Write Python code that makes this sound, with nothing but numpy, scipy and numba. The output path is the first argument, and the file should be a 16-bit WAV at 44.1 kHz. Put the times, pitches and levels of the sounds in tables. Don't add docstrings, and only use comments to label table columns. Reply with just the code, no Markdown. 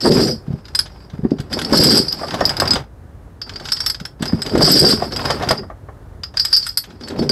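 import sys
import numpy as np
from scipy import signal
from scipy.fft import rfft, irfft, next_fast_len
from scipy.io import wavfile
from scipy.ndimage import uniform_filter1d, minimum_filter1d
from numba import njit

SR = 44100
rng = np.random.default_rng(int(sys.argv[2]) if len(sys.argv) > 2 else 0)


def pcm_store(signal):
    levels = np.round(np.clip(np.atleast_2d(signal), -1, 1) * 32767)
    wavfile.write(sys.argv[1], SR, levels.astype(np.int16).T)


N = 322371

# frequency in Hz, relative density in dB per Hz.
IRON_COLOUR = [(300, -20), (900, -5.5), (1500, 5), (2500, -6.5), (3400, 2), (5000, -7.5), (6500, -9),
               (9000, -24.5), (13000, -26.5), (15500, -42)]
# frequency in Hz, relative density in dB per Hz.
SCRAPE_COLOUR = [(150, -3.5), (480, -2), (800, 3), (1700, -5), (2500, -12), (4000, -16), (8000, -30),
                 (15500, -32)]
# nominal frequency in Hz, relative level in dB, t60 in seconds.
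DECK_MODES = [(105.2, -10.5, 0.18), (143, -8.5, 0.3), (212.3, 1, 0.14), (270, 0, 0.1), (335, 0.5, 0.072),
              (402.6, 2, 0.13), (483.4, -2.5, 0.089), (662, -6.5, 0.073)]


def clanks():
    # start in seconds, level in dB, loudest ring in Hz, then relative levels in dB (trimmed below)
    clank_rows = [(0.056, -14, 4950, -9, -7, -20), (0.1193, -15, 5230, -6.5, -28, -15),
                  (0.1675, -17, 5140, -34, -21, -12), (0.6537, -30.5, 4890, -9, -32, -29),
                  (0.682, -36, 4890, -1.5, -18, -24), (0.7493, -4, 4956, -17.5, -19, -25),
                  (0.7896, -3, 4870, -14.5, -15.5, -29), (1.3067, -34, 4720, -4, -25, -15),
                  (1.4012, -28.5, 4660, -2.5, -14.5, -26), (1.5284, -23.5, 4880, 2, -8, -16),
                  (1.5364, -15, 4530, -16, -20, -17), (1.5897, -29.5, 4300, 11.5, 4.5, -32),
                  (1.6154, -23, 4650, 3, -2.5, -18), (1.6465, -12.5, 5290, -16, -23, -15.5),
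                  (1.7262, -4, 4700, -12, -17.5, -20), (1.744, -14.5, 5330, -20, -13, -16),
                  (1.7735, -2.5, 5220, -23.5, -15, -19), (1.8362, -6.5, 4830, -8.5, -3.5, -17.5),
                  (1.895, -1, 4740, -30, -24, -20), (1.974, -1.5, 4690, -38, -13, -19.5),
                  (2.082, -13, 4820, -24, -20.5, -6.5), (2.1233, -11.5, 4880, -17, -23, -12.5),
                  (2.2828, -19.5, 4770, -10, -34, -28), (2.308, -21.5, 4840, -4, -34.5, -13.5),
                  (2.342, -25, 4870, 5.5, -10, -20.5), (2.4055, -21, 5400, -1.5, -18, -9),
                  (2.4533, -7, 5290, -20, -13, -11.5), (2.493, -7.5, 4950, -13, -16, -22),
                  (2.5673, -19, 4850, -6.5, -12.5, -8.5), (2.6, -5, 4860, -10.5, -13, -17),
                  (2.6545, -18, 5340, -8.5, -22, -26), (2.6755, -7, 4770, -17.5, -21, -21.5),
                  (2.7069, 2, 5030, -25.5, -23.5, -27.5), (2.7337, -11, 4970, -8, -12, -20.5),
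                  (3.4157, -18, 4700, -13, -26, -11), (3.4937, -23.5, 5130, -4, -38, -29),
                  (3.536, -30, 4550, -12, -33, -20), (3.5583, -19.5, 4760, -12, -33, -30),
                  (3.5987, -27, 4540, -5.5, -24, -19.5), (3.6543, -25.5, 4920, -0.5, -22, -20),
                  (3.6859, -25.5, 4650, 1.5, -28, -18), (3.7192, -0.5, 5220, -21, -18, -25.5),
                  (3.7682, -16.5, 4870, -11.5, -34, -16.5), (3.8036, -7.5, 5460, -18, -22, -17),
                  (3.8619, -6.5, 5390, -12, -7, -21.5), (3.8986, -7, 5190, -18, -14, -26),
                  (3.9454, -25.5, 4930, -3, -29, -20), (3.9996, -26, 5130, -3, -15, -20),
                  (4.0518, -16, 5340, -10, -19, -32), (4.2233, -27, 4670, -0.5, -1, -22),
                  (4.2553, -17, 4830, -7.5, -11, -23), (4.277, -18, 5040, -16, -19, -9),
                  (4.4191, -11, 5090, -12.5, -18.5, -21.5), (4.4628, -21.5, 4930, -1, -12, -21),
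                  (4.4949, -22, 4720, -11, -21, -18.5), (4.576, -14.5, 5100, -7, -15.5, -22.5),
                  (4.6194, -10.5, 4590, -35.5, -28, -19), (4.6435, 2, 4600, -28, -20.5, -16),
                  (4.714, -8.5, 4870, -23, -5.5, -20), (4.791, 9, 4810, -22.5, -10.5, -22),
                  (4.8479, 5, 4740, -18.5, -25, -19.5), (4.9094, -10, 4860, -23, -17, -8),
                  (5.1212, -21.5, 4700, -8, -28, -20), (5.1303, -19, 5370, -16, -18.5, -15),
                  (5.1615, -16, 4910, -5.5, -12, -11), (5.254, -15, 5080, -8, -14.5, -18),
                  (5.3048, -10.5, 4820, -8, -20, -23), (5.4247, -25, 5100, -1.5, -14, -20),
                  (5.4884, -5.5, 4900, -12.5, -16.5, -16), (5.5089, -8.5, 5010, -6.5, -15.5, -30),
                  (5.5724, -21, 4800, -33, -37, -11), (6.2341, -17, 4970, -9.5, -26, -18),
                  (6.3707, -9.5, 4775, -11.5, -26.5, -13), (6.3959, 0, 4784, -27, -28, -19),
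                  (6.4498, -12.5, 5100, -8.5, -8, -7), (6.528, -3.5, 4770, -16, -16, 0),
                  (6.54, 0, 4640, -30.5, -27, -13), (6.5644, 2.5, 4820, -30, -17.5, -35),
                  (6.627, -12.5, 4480, -23, -35, -18), (6.6658, -14.5, 5070, -10, -3, -28),
                  (6.6903, -16.5, 5030, -24, -32, -37), (6.773, -2.5, 4440, -20, -9, -29),
                  (7.0093, -38.5, 4960, -0.5, -26, -20), (7.0355, -27.5, 4520, -12, -39, -5),
                  (7.0832, -22, 4520, -12.5, -11, -23), (7.191, -20, 4530, -13, -22, -8.5),
                  (7.2931, -1.5, 4770, -21, -22, -22)]
    s, db, hz, crack_db, upper_db, linger_db = np.transpose(clank_rows)
    t60_s = 0.046
    main = rings(s, hz, undb(db - 5), 1.3 * t60_s, rise_s=0.0012)
    crack = bursts(s, db + crack_db + 1.5, IRON_COLOUR, t60_s=0.045, rise_s=0.00042)
    tail = bursts(s, db + crack_db - 28.5, SCRAPE_COLOUR, t60_s=0.086, rise_s=0.005)

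    middle_hz, apart_hz, jitter_hz = 4990, 259, 50
    partner_hz = middle_hz + apart_hz * np.sign(middle_hz - hz) + jitter_hz * rng.standard_normal(len(s))
    pair_hz = np.transpose([hz, partner_hz])
    linger = rings(s[:, None], pair_hz, undb(db + linger_db)[:, None], 0.18, rise_s=0.0016)

    damping = np.full(len(s), t60_s / 0.11)
    other = links(s, db - 9.5, upper_db + 25.5, damping, spread=0.02, uneven_db=6.7)
    return main + linger + other + crack + tail


def links(s, db, upper_db, damping, spread, uneven_db, count=3):
    # nominal frequency in Hz, relative level in dB, t60 in seconds before damping.
    link_modes = [(4336, -16, 0.077), (4570, -16.5, 0.035), (4844, 0.5, 0.055), (5175, -8, 0.12),
                  (5430, -17.5, 0.043), (7800, -25, 0.047), (8050, -21.5, 0.049), (9400, -43, 0.19),
                  (10450, -28.5, 0.046), (11040, -32.5, 0.12), (11760, -30.5, 0.14), (12420, -35.5, 0.03),
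                  (12700, -35, .04)]
    hz, mode_db, t60_s = np.tile(np.transpose(link_modes), count)
    chance = rng.standard_normal((len(s), len(hz), 3))
    upper = hz > 6500
    gain = undb(db[:, None] + mode_db + uneven_db * chance[..., 1] + upper * upper_db[:, None])
    late_s = 0.003 * chance[..., 2] ** 2
    t60_s = t60_s * np.where(upper, np.minimum(damping, 1)[:, None], damping[:, None])
    return rings(s[:, None] + late_s, hz * (1 + spread * chance[..., 0]), gain, t60_s, rise_s=0.00013)


def running():
    # nominal frequency in Hz, relative level in dB, t60 in seconds.
    hull_modes = [(62, -10.5, .15), (89, 8, 0.11), (126, 3.5, 0.15)]
    s, db = scatter(column=2, rate_hz=420, spread_db=-2.0)
    upper_db, damping = np.full(len(s), 7.0), np.full(len(s), 1.35)
    jingle = links(s, db + 21.5, upper_db, damping, spread=0.044, uneven_db=5.36, count=1)
    jingle += bursts(s, db + 14.5, IRON_COLOUR, t60_s=0.028, rise_s=0.0005)

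    s, db = scatter(column=3, rate_hz=300, spread_db=5)
    scrape = bursts(s, db + 24.5, SCRAPE_COLOUR, t60_s=0.042, rise_s=0.0015)
    boom = wood(hull_modes, s, db + 10.5, spread=0.1)

    s, db = scatter(column=4, rate_hz=320, spread_db=2.5)
    rumble = wood(DECK_MODES, s, db + 9.5, spread=0.1265)
    return jingle + scrape + boom + rumble


def scatter(column, rate_hz, spread_db):
    # start in seconds, length in seconds, then relative levels in dB of link rattle,
    # scrape on the barrel and deck rumble.
    slide_rows = [(0.0, .05, -26.5, -41, -24), (0.045, 0.17, -22, -27.5, -8), (0.193, 0.085, -23, -34, -11),
                  (0.459, 0.13, -59, -48, -41), (0.645, 0.4, -56.5, -49, -45.5),
                  (1.122, 0.51, -63.5, -49, -37.5), (1.509, 0.21, -36.5, -32.5, -22.5),
                  (1.726, 0.25, -13.5, -28.5, -10.5), (1.988, 0.35, -36.5, -36.5, -31),
                  (2.317, 0.22, -43.5, -28, -25), (2.583, 0.18, -53, -26, -23.5),
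                  (3.466, 0.26, -49.5, -45, -37.5), (3.642, 0.25, -35.5, -43, -53),
                  (4.207, 0.19, -42.5, -36.5, -26.5), (4.449, .08, -39, -32, -23),
                  (4.514, 0.14, -37, -32, -11), (4.612, 0.29, -14.5, -36.5, -11),
                  (4.977, 0.079, -33.5, -30.5, -21.5), (5.113, 0.055, -39, -27.5, -25.5),
                  (5.193, .16, -35, -25.5, -24), (5.393, .16, -45, -27.5, -25),
                  (5.57, 0.045, -54.5, -49.5, -27.5), (6.367, .33, -34.5, -55, -66),
                  (6.871, 0.083, -57, -48.5, -35.5), (7.005, .06, -48, -45.5, -32),
                  (7.098, 0.13, -55, -38, -22), (7.183, 0.05, -38, -34.5, -13.5),
                  (7.264, .05, -54, -38.5, -23)]
    chance = rng.random((int(rate_hz * N / SR), 2))
    s = chance[:, 0] * N / SR
    size = undb(-spread_db * np.log(1 - 0.98 * chance[:, 1]))
    start, length, level_db = np.array(slide_rows)[:, [0, 1, column], None].transpose(1, 0, 2)
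    early_db = 20 * np.maximum(start - s, 0) / 0.018
    fade_db = 294 * np.maximum(s - start - length, 0)
    db = np.max(level_db - early_db - fade_db, axis=0)
    return s, db + 20 * np.log10(size / np.sqrt(rate_hz * np.mean(size ** 2)))


def knocks():
    # start in seconds, level in dB, edge in dB relative to that level.
    knock_rows = [(0.052, -6.5, -34), (0.857, -42.5, 8.5), (1.099, -43.5, 0.5), (1.246, -31.5, -30),
                  (1.385, -33, -2.5), (1.731, -5.5, -26), (1.972, -27, -8.5), (2.212, -24.5, -36),
                  (2.233, -17.5, -34), (2.341, -16.5, -15.5), (2.409, -10.5, -36), (2.619, -9.5, -22.5),
                  (2.654, -22, -20), (2.755, -16.5, -3), (3.609, -32.5, -13), (4.225, -26.5, 4),
                  (4.323, -28, -22), (4.551, -14.5, -14), (4.609, -7.5, -35), (4.676, -15, -8),
                  (4.841, -8.5, -16), (4.925, -20.5, -1.5), (5.022, -19.5, -20), (5.212, -24.5, -8),
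                  (5.301, -9.5, -12.5), (5.41, -20, -20), (5.433, -19.5, -7.5), (5.507, -6, -39),
                  (5.632, -32.5, -30), (5.7, -28, -24), (5.886, -31, -38), (6.34, -36, -4),
                  (6.839, -46, 12.5), (6.903, -48.5, 6), (7.074, -36, 2.5), (7.102, -41.5, 9.5),
                  (7.223, -36, 2.5)]
    # frequency in Hz, relative density in dB per Hz.
    drop_colour = [(200, -7), (500, 4.5), (1200, -3), (1900, -12), (2600, -27.5), (6000, -49)]
    # nominal frequency in Hz, relative level in dB, t60 in seconds.
    barrel_modes = [(466, -8, 0.11), (690, 4, 0.065), (932, -21.5, 0.045), (1134, 3.5, 0.052),
                    (1789, -1.5, 0.036)]
    s, db, edge_db = np.transpose(knock_rows)
    body = bursts(s, db, drop_colour, t60_s=0.063, rise_s=0.0035)
    ring = wood(barrel_modes, s, db - 6.0, spread=0.025)
    edge = bursts(s, db + edge_db, IRON_COLOUR, t60_s=0.084, rise_s=0.001)
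    return body + ring + edge


def thumps():
    # crest time in seconds, relative level in dB, pitch in Hz.
    thump_rows = [(0.056, 3, 410), (0.081, -2, 320), (0.101, 5.5, 360), (0.483, -17, 150),
                  (0.506, -13.5, 128), (0.539, -13, 130), (1.138, -23, 140), (1.193, -18, 180),
                  (1.235, -15.5, 145), (1.252, -3.5, 260), (1.319, -3, 300), (1.337, -18, 200),
                  (1.4, -15, 120), (1.571, -13, 500), (1.725, 6.5, 320), (1.795, 3, 350),
                  (1.857, -7.5, 250), (2.001, -9, 300), (2.427, -16, 350), (2.742, -18.5, 190),
                  (4.015, -22, 163), (4.209, -18, 200), (4.227, -12.5, 230), (4.334, -5.5, 220),
                  (4.345, -11.5, 120), (4.537, -11, 320), (4.553, -3, 350), (4.576, 2, 330),
                  (4.616, -3, 380), (4.639, -6.5, 140), (4.707, -11, 330), (4.823, -1.5, 350),
                  (4.844, 1.5, 360), (4.937, -5, 260), (5.026, -13, 460), (5.305, -16, 550),
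                  (5.512, -10.5, 600), (7.195, -15, 350), (7.232, -20, 330), (7.248, -17, 350),
                  (7.3, -9, 370)]
    s, db, hz = np.transpose(thump_rows)
    half = SR // 16
    out, t = np.zeros(N + 2 * half), np.arange(-half, half) / SR
    turn_rad = rng.standard_normal(len(s))
    for k in range(len(s)):
        width_s = 0.79 / hz[k] * np.where(t < 0, 0.45, 0.7)
        shape = np.exp(-np.abs(t / width_s) ** 1.3)
        swing = np.cos(2 * np.pi * hz[k] * t + turn_rad[k])
        out[int(s[k] * SR):][:2 * half] += undb(db[k] + 4) * shape * swing
    return out[half:N + half] + wood(DECK_MODES, s, db - 20.0, spread=0.05)


def wood(modes, s, db, spread):
    hz, mode_db, t60_s = np.transpose(modes)
    chance = rng.standard_normal((len(s), len(modes), 3))
    uneven_db = 3.5 * chance[..., 1]
    gain = undb(db[:, None] + mode_db + uneven_db) * np.sign(chance[..., 2])
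    return rings(s[:, None], hz * (1 + spread * chance[..., 0]), gain, t60_s, rise_s=0.0011)


def bursts(s, db, colour, t60_s, rise_s):
    power = np.bincount(np.clip(s * SR, 0, N - 1).astype(int), undb(2 * db), N)
    fade_pole, rise_pole = 1000 ** (-2 / (t60_s * SR)), np.exp(-1 / (rise_s * SR))
    for pole in (fade_pole, rise_pole):
        power = signal.lfilter([1], [1, -pole], power)
    return np.sqrt(power / (rise_s * SR)) * coloured(colour)


def coloured(colour):
    size = next_fast_len(N)
    hz = np.arange(size // 2 + 1) * SR / size + 1
    point_hz, point_db = np.transpose(colour)
    gain = undb(np.interp(np.log(hz), np.log(point_hz), point_db))
    noise = irfft(rfft(rng.standard_normal(size)) * gain, size)[:N]
    return noise / noise.std()


def rings(s, hz, gain, t60_s, rise_s):
    out = np.zeros(N)
    columns = np.broadcast_arrays(s, hz, gain, t60_s)
    s, hz, gain, t60_s = (np.ascontiguousarray(a, float).ravel() for a in columns)
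    add(out, s, np.clip(hz, 20, 0.45 * SR), gain, np.clip(t60_s, 0.003, 0.4), rise_s)
    return out


@njit
def add(out, s, hz, gain, t60_s, rise_s):
    for k in range(len(s)):
        step = np.exp(2j * np.pi * hz[k] / SR - np.log(1000) / (t60_s[k] * SR))
        z, i0, on = gain[k] + 0j, int(s[k] * SR), 0.
        for i in range(max(i0, 0), min(i0 + int(t60_s[k] * SR), len(out))):
            on += (1 - on) / (1 + rise_s * SR)
            out[i] += on * z.imag
            z *= step


def undb(db):
    return 10 ** (np.asarray(db) / 20)


def surroundings():
    # nominal frequency in Hz, mean level in dB rms.
    engine_tones = [(48.5, -56.5), (97, -54.5), (194, -59), (291, -61)]
    # frequency in Hz, relative density in dB per Hz.
    air_colour = [(25, -36.5), (45, -5.5), (100, -8), (200, -21.5), (400, -24.5), (900, -32.5),
                  (1600, -37.5), (2500, -50), (6000, -55.5), (15500, -57.5)]
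    # time in seconds, level in dB before the flicker.
    swell_points = [(0, -38), (1.5, -39.5), (2.9, -42.5), (3.3, -38), (4.1, -39), (5.9, -37), (7.31, -44.5)]
    turn = 2 * np.pi * np.cumsum(1 + 0.00967 * walk(8.9)) / SR
    engine = np.zeros(N)
    for hz, db in engine_tones:
        engine += np.sqrt(2) * undb(db + 2.1 * walk(23)) * np.sin(hz * turn)
    swell_db = np.interp(np.arange(N) / SR, *np.transpose(swell_points))
    flicker_db = 2 * walk(8)
    return coloured(air_colour) * undb(swell_db + flicker_db) + engine


def walk(rate_hz):
    k = int(SR / rate_hz)
    held = np.repeat(rng.standard_normal(N // k + 1), k)
    return uniform_filter1d(uniform_filter1d(held, k), k)[:N]


def scene():
    echo_db, echo_t60_s = -9.5, 0.16
    chain = clanks() + knocks() + thumps() + running()
    t = np.arange(1, 4000) / SR
    echo = rng.standard_normal(len(t)) * 1000 ** (-t / echo_t60_s)
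    wet = signal.fftconvolve(chain, echo / np.sqrt(np.sum(echo ** 2)))[:N]
    return (chain + undb(echo_db) * wet + surroundings())[None]


def record(dry):
    band = signal.butter(2, [36, 13500], "bandpass", fs=SR, output="sos")
    soft = signal.sosfilt(band, dry)
    ceiling = 0.9
    needed = ceiling / np.maximum(np.abs(soft), ceiling)
    gain = uniform_filter1d(minimum_filter1d(needed, size=301), size=151)
    top_cut = signal.ellip(10, 0.2, 80, 15600, fs=SR, output="sos")
    return signal.sosfilt(top_cut, soft * gain)


dry = scene()
out = record(dry)
pcm_store(out)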